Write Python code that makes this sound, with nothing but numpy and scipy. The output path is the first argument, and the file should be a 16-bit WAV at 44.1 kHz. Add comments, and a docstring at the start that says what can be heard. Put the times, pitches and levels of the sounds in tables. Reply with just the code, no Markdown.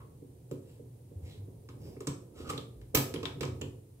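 """Hose coupling on a bathroom faucet

A hand works a brass hose coupling, close by, in a small hard room. The collar rubs on its thread,
clicks against the spout, squeaks once, and once slips with a sharp snap. Each contact also thuds
through the faucet into the basin. The hose rumbles as it is moved, over a faint hum and hiss."""
import sys
import numpy as np
from scipy import signal
from scipy.fft import rfft, irfft
from scipy.io import wavfile

SR = 44100
rng = np.random.default_rng(int(sys.argv[2]) if len(sys.argv) > 2 else 0)


def to_wav(sig):
    """Store sig (one row per channel, or 1-D mono) as 16-bit WAV at the path in sys.argv[1].

    Samples outside -1..1 are clipped; the rate is SR.
    """
    pcm = np.clip(np.atleast_2d(sig), -1, 1) * 32767
    pcm = np.round(pcm).astype(np.int16)
    wavfile.write(sys.argv[1], SR, pcm.T)  # frames by channels


N = 176400
TIME = np.arange(N) / SR


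def from_db(db):
    """Turn decibels into a gain."""
    return 10 ** (np.asarray(db) / 20)


def at_hz(points, hz):
    """Read between the rows of a (pitch, value) table, on a musical pitch scale."""
    table = np.array(points)
    return np.interp(np.log(np.maximum(hz, 1)), np.log(table[:, 0]), table[:, 1])


def unit_energy(x):
    """Scale a short sound to a total energy of one."""
    return x / np.sqrt(np.sum(x ** 2) + 1e-20)


def unit_rms(x):
    """Scale a long sound to an average power of one."""
    return x / np.sqrt(np.mean(x ** 2) + 1e-20)


def butter(x, hz, kind, order=2):
    """Keep the "low" or the "high" side of a pitch."""
    return signal.sosfilt(signal.butter(order, hz, kind, fs=SR, output="sos"), x)


def band(x, hz, width_hz):
    """Keep the sound near one pitch by passing it twice through a resonance."""
    r = np.exp(-np.pi * width_hz / SR)
    b, a = [1, 0, -1], [1, -2 * r * np.cos(2 * np.pi * hz / SR), r * r]
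    return signal.lfilter(b, a, signal.lfilter(b, a, x))


def colour(x, points):
    """Shape the tone with a (pitch, level) table."""
    n = x.shape[-1]
    gain = from_db(at_hz(points, np.fft.rfftfreq(n, 1 / SR)))
    cepstrum = irfft(np.log(gain), n)
    cepstrum[1:n // 2] *= 2  # folded so that the filter rings after a hit, not before
    cepstrum[n // 2 + 1:] = 0
    return irfft(rfft(x) * np.exp(rfft(cepstrum)), n)


def pan(db):
    """Left and right gains; above zero leans left."""
    return from_db([[db / 2], [-db / 2]])


def add(track, start_s, sound):
    """Mix a sound in at a given time."""
    start = int(start_s * SR)
    track[..., start:start + sound.shape[-1]] += sound[..., :N - start]


def dying_tone(hz, fade_s):
    """One second of a pure tone that drops 60 dB in fade_s."""
    return from_db(-60 * TIME[:SR] / fade_s) * np.sin(2 * np.pi * hz * TIME[:SR])


def chatter(decay_s, rise_s=0.00043, size=4096):
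    """The brief rattle of two surfaces meeting, equally strong at all pitches."""
    t = TIME[:size]
    burst = rng.standard_normal(size) * (1 - np.exp(-t / rise_s)) * np.exp(-t / decay_s)
    spectrum = rfft(burst, 2 * size)
    return irfft(spectrum / np.abs(spectrum))[:size] * np.exp(-t / (10 * decay_s))


# How alike left and right are: pitch_hz, likeness (1 = the same)
STEREO_LIKENESS = [(110, 1), (250, 0.89), (500, 0.43), (1200, -0.18), (4000, -0.024)]

def wide_noise(size):
    """Noise from all around: alike in both ears in the bass, unrelated in the treble."""
    mid, side = rfft(rng.standard_normal((2, size)))
    alike = at_hz(STEREO_LIKENESS, np.fft.rfftfreq(size, 1 / SR))
    return irfft(mid * np.sqrt((1 + alike) / 2) + side * np.sqrt((1 - alike) / 2) * [[1], [-1]], size)


# Thin, high whines: pitch_hz, level_db
WHINES = [(9120, -80.5), (13880, -85.5)]
# Tone of the hiss: pitch_hz, boost_db
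HISS_TONE = [(700, 4.5), (1500, -2), (5500, -3.5), (7500, -0.5), (9700, 2), (11000, 1), (12500, -1),
             (16000, -2.5)]

def background(hum_hz=119.07, hum_db=-55.5, hiss_db=-70.5):
    """A low hum, thin whines and a faint hiss, all made of filtered noise."""
    hum = unit_rms(band(rng.standard_normal(N), hum_hz, width_hz=3.75))
    whines = sum(from_db(db) * unit_rms(band(rng.standard_normal((2, N)), hz, width_hz=190))
                 for hz, db in WHINES)
    hiss = unit_rms(colour(wide_noise(N), HISS_TONE))
    return from_db(hum_db) * hum + whines + from_db(hiss_db) * hiss


# The room's echo: pitch_hz, fade_s (time to drop 60 dB), level_db
ROOM_ECHO = [(80, 0.4, -3), (485, 1, 1), (695, 0.43, 8.5), (1110, 0.38, 2), (3500, 0.35, 0),
             (7500, 0.38, 0), (14000, 0.28, 1.5)]

def bathroom(x):
    """Dense echoes off close, hard walls; each pitch range fades at its own speed."""
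    noise, t = rfft(wide_noise(SR)), TIME[:SR]
    hz, tail = np.fft.rfftfreq(SR, 1 / SR), 0
    onset = np.clip(t / 0.00043, 0, 1)
    for k, (_, fade_s, level_db) in enumerate(ROOM_ECHO):
        share = at_hz([(row[0], j == k) for j, row in enumerate(ROOM_ECHO)], hz)  # this row's range
        fade = unit_energy(onset * from_db(-60 * t / fade_s))
        tail = tail + from_db(level_db) * irfft(noise * share) * fade
    return signal.fftconvolve(x[None], tail, axes=1)[:, :N]


# Loudness of the handling, before the trims below: time_s, rumble_db, shuffle_db
HANDLING = [(0, -48.5, -53), (0.202, -54, -57.5), (1.1, -52.5, -59), (1.247, -45.5, -52), (1.5, -50, -54),
            (1.7, -52, -57), (1.879, -43, -45.5), (2.05, -82, -57), (2.3, -61, -56), (2.482, -48, -42.5),
            (2.699, -52.5, -54), (2.92, -49, -58), (3.12, -45, -55), (3.35, -45.5, -55),
            (3.65, -42.5, -48.5), (3.85, -57.5, -60.5), (4, -57, -62.5)]
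# Tone of the hose: pitch_hz, boost_db
RUMBLE_TONE = [(22, -33.5), (45, -17), (70, -9), (98, -2.5), (135, -3), (190, -17.5), (400, -54)]
# Tone of the fingers: pitch_hz, boost_db
SHUFFLE_TONE = [(80, 4.5), (160, -3.5), (280, -0.5), (470, -1), (640, -13.5), (1000, -20), (1600, -47.5),
                (5000, -53.5)]
FAUCET_PAN_DB = -3.5

def handling(rumble_trim_db=-3, shuffle_trim_db=-1):
    """The hose rumbles and the fingers shuffle on the coupling."""
    time_s, rumble_db, shuffle_db = np.transpose(HANDLING)
    rumble_gain = from_db(np.interp(TIME, time_s, rumble_db) + rumble_trim_db)
    shuffle_gain = from_db(np.interp(TIME, time_s, shuffle_db) + shuffle_trim_db)
    rumble = rumble_gain * unit_rms(colour(wide_noise(N), RUMBLE_TONE))
    shuffle = shuffle_gain * unit_rms(colour(wide_noise(N), SHUFFLE_TONE))
    return rumble + pan(FAUCET_PAN_DB) * shuffle


# The hose bumps and swings: start_s, pitch_hz, strength_db, decay_s
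HOSE_BUMPS = [(1.156, 91, -29, 0.031), (1.226, 85.6, -25, 0.015), (1.368, 101.1, -38.5, 0.12),
              (2.085, 138.3, -35.5, 0.06), (2.758, 53.3, -39, 0.078), (2.943, 60, -26.5, 0.025),
              (2.973, 135, -28, 0.037), (3.442, 126.5, -30.5, 0.04), (3.477, 94, -28, 0.028),
              (3.618, 137.3, -33, 0.051), (3.64, 98.3, -41.5, 0.12)]

def hose_bumps(rise_s=0.0077):
    """The hose tugs at the faucet, making low booms that die quickly."""
    out, t = np.zeros(N), TIME[:SR]
    for start_s, hz, strength_db, decay_s in HOSE_BUMPS:
        swell = (1 - np.exp(-t / rise_s)) * np.exp(-t / decay_s)
        add(out, start_s, from_db(strength_db) * swell * np.sin(2 * np.pi * hz * t))
    return out


# Dull thuds through the faucet, from handling, a hard click and the snap:
# start_s, strength_db, pitch_hz
DULL_THUDS = [(0.2211, -21.5, 248), (0.539, -26.5, 297), (.795, -22, 300), (1.111, -24.5, 332),
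              (1.478, -26.5, 320), (1.851, -23, 300), (2.071, -7.5, 203), (2.399, -18, 326),
              (2.9419, -2, 610), (3.356, -15.5, 256)]
# Notes at which faucet and basin ring: pitch_hz, boost_db, fade_s, pan_db
BASIN_NOTES = [(73.7, -37.5, 0.22, -2), (103, -44.5, 0.69, -0.5), (135, -30.5, 0.43, 1),
               (167.2, -38, 0.33, -3.5), (235.6, -40.5, 0.51, -6), (283.04, -29, 0.34, 0),
               (372.4, -32.5, 0.43, -3.5), (426.7, -30.5, 0.12, 4), (479.7, -31, 0.15, -12.5)]

def thuds(contact_hz=311, width_ratio=1.73, thump_trim_db=-4.5):
    """Handling and metal contacts (see CONTACTS) push on the faucet: it thumps and the basin rings."""
    thumps, ringing = np.zeros(N), np.zeros((2, N))
    contact_thuds = [(start_s, thud_db, contact_hz) for start_s, *_, thud_db, _ in CONTACTS]
    for start_s, strength_db, pitch_hz in contact_thuds + DULL_THUDS:
        top_hz = min(pitch_hz * width_ratio, 500)
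        thump = butter(chatter(decay_s=0.0069), top_hz, "low", order=10)
        thump = butter(thump, pitch_hz / width_ratio, "high", order=3)
        add(thumps, start_s, from_db(strength_db + thump_trim_db) * unit_energy(thump))
        for k, (hz, boost_db, fade_s, pan_db) in enumerate(BASIN_NOTES):
            gain = from_db(strength_db + boost_db + rng.normal(0, 2.53))  # no two hits ring alike
            add(ringing, start_s, (-1) ** k * pan(pan_db) * gain * dying_tone(hz, fade_s))
    return thumps, butter(ringing, 1000, "low")


# Notes at which the brass rings: pitch_hz, boost_db, fade_s
BRASS_NOTES = [(1263, -55, .55), (2293, -54, .36), (3967, -51, .25), (5023, -52, .27), (5830, -53, .3),
               (7535, -50, .22), (7690, -49, .2), (13570, -48, .22), (13765, -47, .3), (13960, -46, .28)]

def brass_ring(cracks):
    """The brass rings on faintly after every contact."""
    ring = sum(from_db(db) * dying_tone(hz, fade_s) for hz, db, fade_s in BRASS_NOTES)
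    return signal.fftconvolve(cracks, ring)[:N]


# Tone of the coupling, for rubs and clicks: pitch_hz, boost_db
COUPLING_TONE = [(300, 0.5), (850, 0), (1250, -3.5), (1750, 1), (2400, 3.5), (3350, 3.5), (3900, 2.5),
                 (4500, -0.5), (5100, 1.5), (6700, -2.5), (7600, 4), (9000, -4), (10500, 2.5),
                 (11800, -0.5), (13800, 6), (15000, 4)]
# Turns of the collar: start_s, rise_s, fall_s, grit_db, brightness_hz, ring_hz, ring_db
RUBS = [(0, 0.004, 0.043, -68.5, 1500, 1045, -61.5), (0.601, 0.095, .12, -73, 8000, 7500, -81),
        (1.21, 0.075, 0.12, -64.5, 8150, 2160, -79), (1.259, 0.07, 0.044, -79, 6000, 3620, -65),
        (1.779, 0.082, 0.13, -66, 12500, 5000, -72), (2.339, 0.066, 0.054, -57.5, 6900, 1230, -62.5),
        (2.345, 0.045, 0.068, -70, 9000, 7370, -70), (2.431, 0.049, 0.027, -56.5, 6840, 1270, -53.5),
        (2.486, 0.014, 0.011, -43.5, 8300, 1220, -44)]

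def collar_rubs(slips_per_s=1600):
    """The collar drags on its thread: many tiny slips swell, fade and set it ringing."""
    out = np.zeros(N)
    for start_s, rise_s, fall_s, grit_db, brightness_hz, ring_hz, ring_db in RUBS:
        slips = rng.standard_normal(SR) * (rng.random(SR) < slips_per_s / SR) + 1e-18
        grit = unit_rms(butter(colour(slips, COUPLING_TONE), brightness_hz, "low"))
        ring = unit_rms(band(slips, ring_hz, width_hz=0.27 * ring_hz))
        swell = np.interp(TIME[:SR], np.cumsum([0, rise_s, fall_s]), [0, 1, 0])
        add(out, start_s, swell * (from_db(grit_db) * grit + from_db(ring_db) * ring))
    return out


def thread_squeak(peak_s=2.506, pitch_hz=1192, fall_hz_per_s=6050, level_db=-33.5, edge_s=0.0057):
    """The thread sticks and slips as it gives: one short, rough squeak that falls in pitch."""
    t = TIME - peak_s
    phase = 2 * np.pi * (pitch_hz * t - fall_hz_per_s * t ** 2 / 2)
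    roughness = 1 + 0.42 * unit_rms(butter(rng.standard_normal(N), 330, "low"))
    swell = np.exp(-np.abs(t) / edge_s)
    return pan(db=12) * from_db(level_db) * swell * roughness * np.sin(phase)


# Metal hits metal; the loudest cluster is the snap: start_s, crack_db, brightness_hz, ring_hz,
# ring_width (share of ring_hz), ring_db, clack_db, thud_db (strength for thuds), pan_db
CONTACTS = [ (0.512, -31, 11900, 7500, .15, -34.5, -34.5, -8.5, 5),
            (1.688, -33, 6000, 5930, .55, -39, -33, -25, -1),
            (1.965, -47, 2980, 2200, 0.24, -41, -43, -20, -1),
            (2.005, -29.5, 9350, 7500, 0.39, -28, -29.5, -17, -2),
            (2.0701, -17.5, 8000, 7700, 0.2, -14.5, -22.5, -13, -4),
            (2.072, -50, 9000, 5300, 0.59, -16.5, -22.5, -19, -6),
            (2.5021, -26, 6460, 7960, 0.18, -26, -25, -13, -22.5),
            (2.533, -26, 2920, 2300, 0.44, -36, -46, -14, -5),
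            (2.5769, -24.5, 7500, 3500, 0.27, -17, -32, -14.5, -7.5),
            (2.8142, -42, 6000, 1860, 0.33, -45, -49, -36, 8),
            (2.9465, -13, 14000, 6140, 0.32, -17.5, -36, -10, -18.5),
            (2.949, -0.5, 14900, 14000, 0.065, 0, -10, -32, 6.5),
            (2.9516, -10, 14700, 6240, 0.097, -13.5, -15.5, -9.5, -18),
            (2.9723, -7.5, 7400, 7600, 0.083, -9, -15, -5.5, -7.5),
            (3.1394, -21, 6000, 10800, 0.13, -29.5, -28.5, -11, -14.5),
            (3.159, -29, 3500, 3150, 0.2, -25.5, -29, -7.5, 14.5),
            (3.23, -22, 5370, 2300, .3, -28, -21.5, -13.5, -8),
            (3.254, -19.5, 4450, 3570, 0.15, -16.5, -22.5, -21.5, 20),
            (3.408, -15, 6800, 7500, 0.17, -32, -34, -7, -8),
            (3.431, -26, 4180, 7500, 0.098, -37, -18.5, -9.5, 28.5),
            (3.451, -36, 8900, 5740, 0.43, -27, -40, -12, -9),
            (3.6126, -34, 9400, 7060, 0.15, -29.5, -38, -12, -25),
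            (3.616, -26.5, 3800, 2950, 0.23, -18, -29.5, -18.5, 1)]

def collar_clicks(decay_s=0.0038, clack_hz=1127):
    """Each contact is a crack, a clack of the loose collar and a short ring of the part that was hit."""
    cracks, rings = np.zeros((2, 2, N))
    for start_s, crack_db, brightness_hz, ring_hz, ring_width, ring_db, clack_db, _, pan_db in CONTACTS:
        crack = unit_energy(butter(colour(chatter(decay_s), COUPLING_TONE), brightness_hz, "low"))
        ring = unit_energy(band(chatter(decay_s), ring_hz, ring_width * ring_hz))
        clack = unit_energy(band(chatter(decay_s), clack_hz, width_hz=425))
        add(cracks, start_s, pan(pan_db) * from_db(crack_db) * crack + from_db(clack_db) * clack)
        add(rings, start_s, pan(pan_db) * from_db(ring_db) * ring)
    return cracks, rings


def scene(left_delay_s=0.00014, ring_to_room_db=-5):
    """The coupling close by, the basin under it, the room around."""
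    cracks, rings = collar_clicks()
    metal = cracks + collar_rubs()
    rings = rings + thread_squeak()
    left, right = metal + rings
    direct = np.array([np.interp(TIME - left_delay_s, TIME, left), right])
    # The small parts ring mostly toward the microphone, less into the room.
    into_room = (metal + from_db(ring_to_room_db) * rings).mean(axis=0)
    thumps, ringing = thuds()
    basin = ringing + pan(FAUCET_PAN_DB) * (thumps + bathroom(thumps))
    coupling = direct + brass_ring(cracks.mean(axis=0)) + bathroom(into_room)
    return coupling + basin + hose_bumps() + handling() + background()


def record(dry, low_cut_hz=61, high_cut_hz=15750):
    """The microphone loses the deepest bass; the highest treble is cut steeply."""
    treble_cut = signal.ellip(12, .2, 80, high_cut_hz, fs=SR, output="sos")
    return signal.sosfilt(treble_cut, butter(dry, low_cut_hz, "high", order=3))


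dry = scene()
out = record(dry)
to_wav(out)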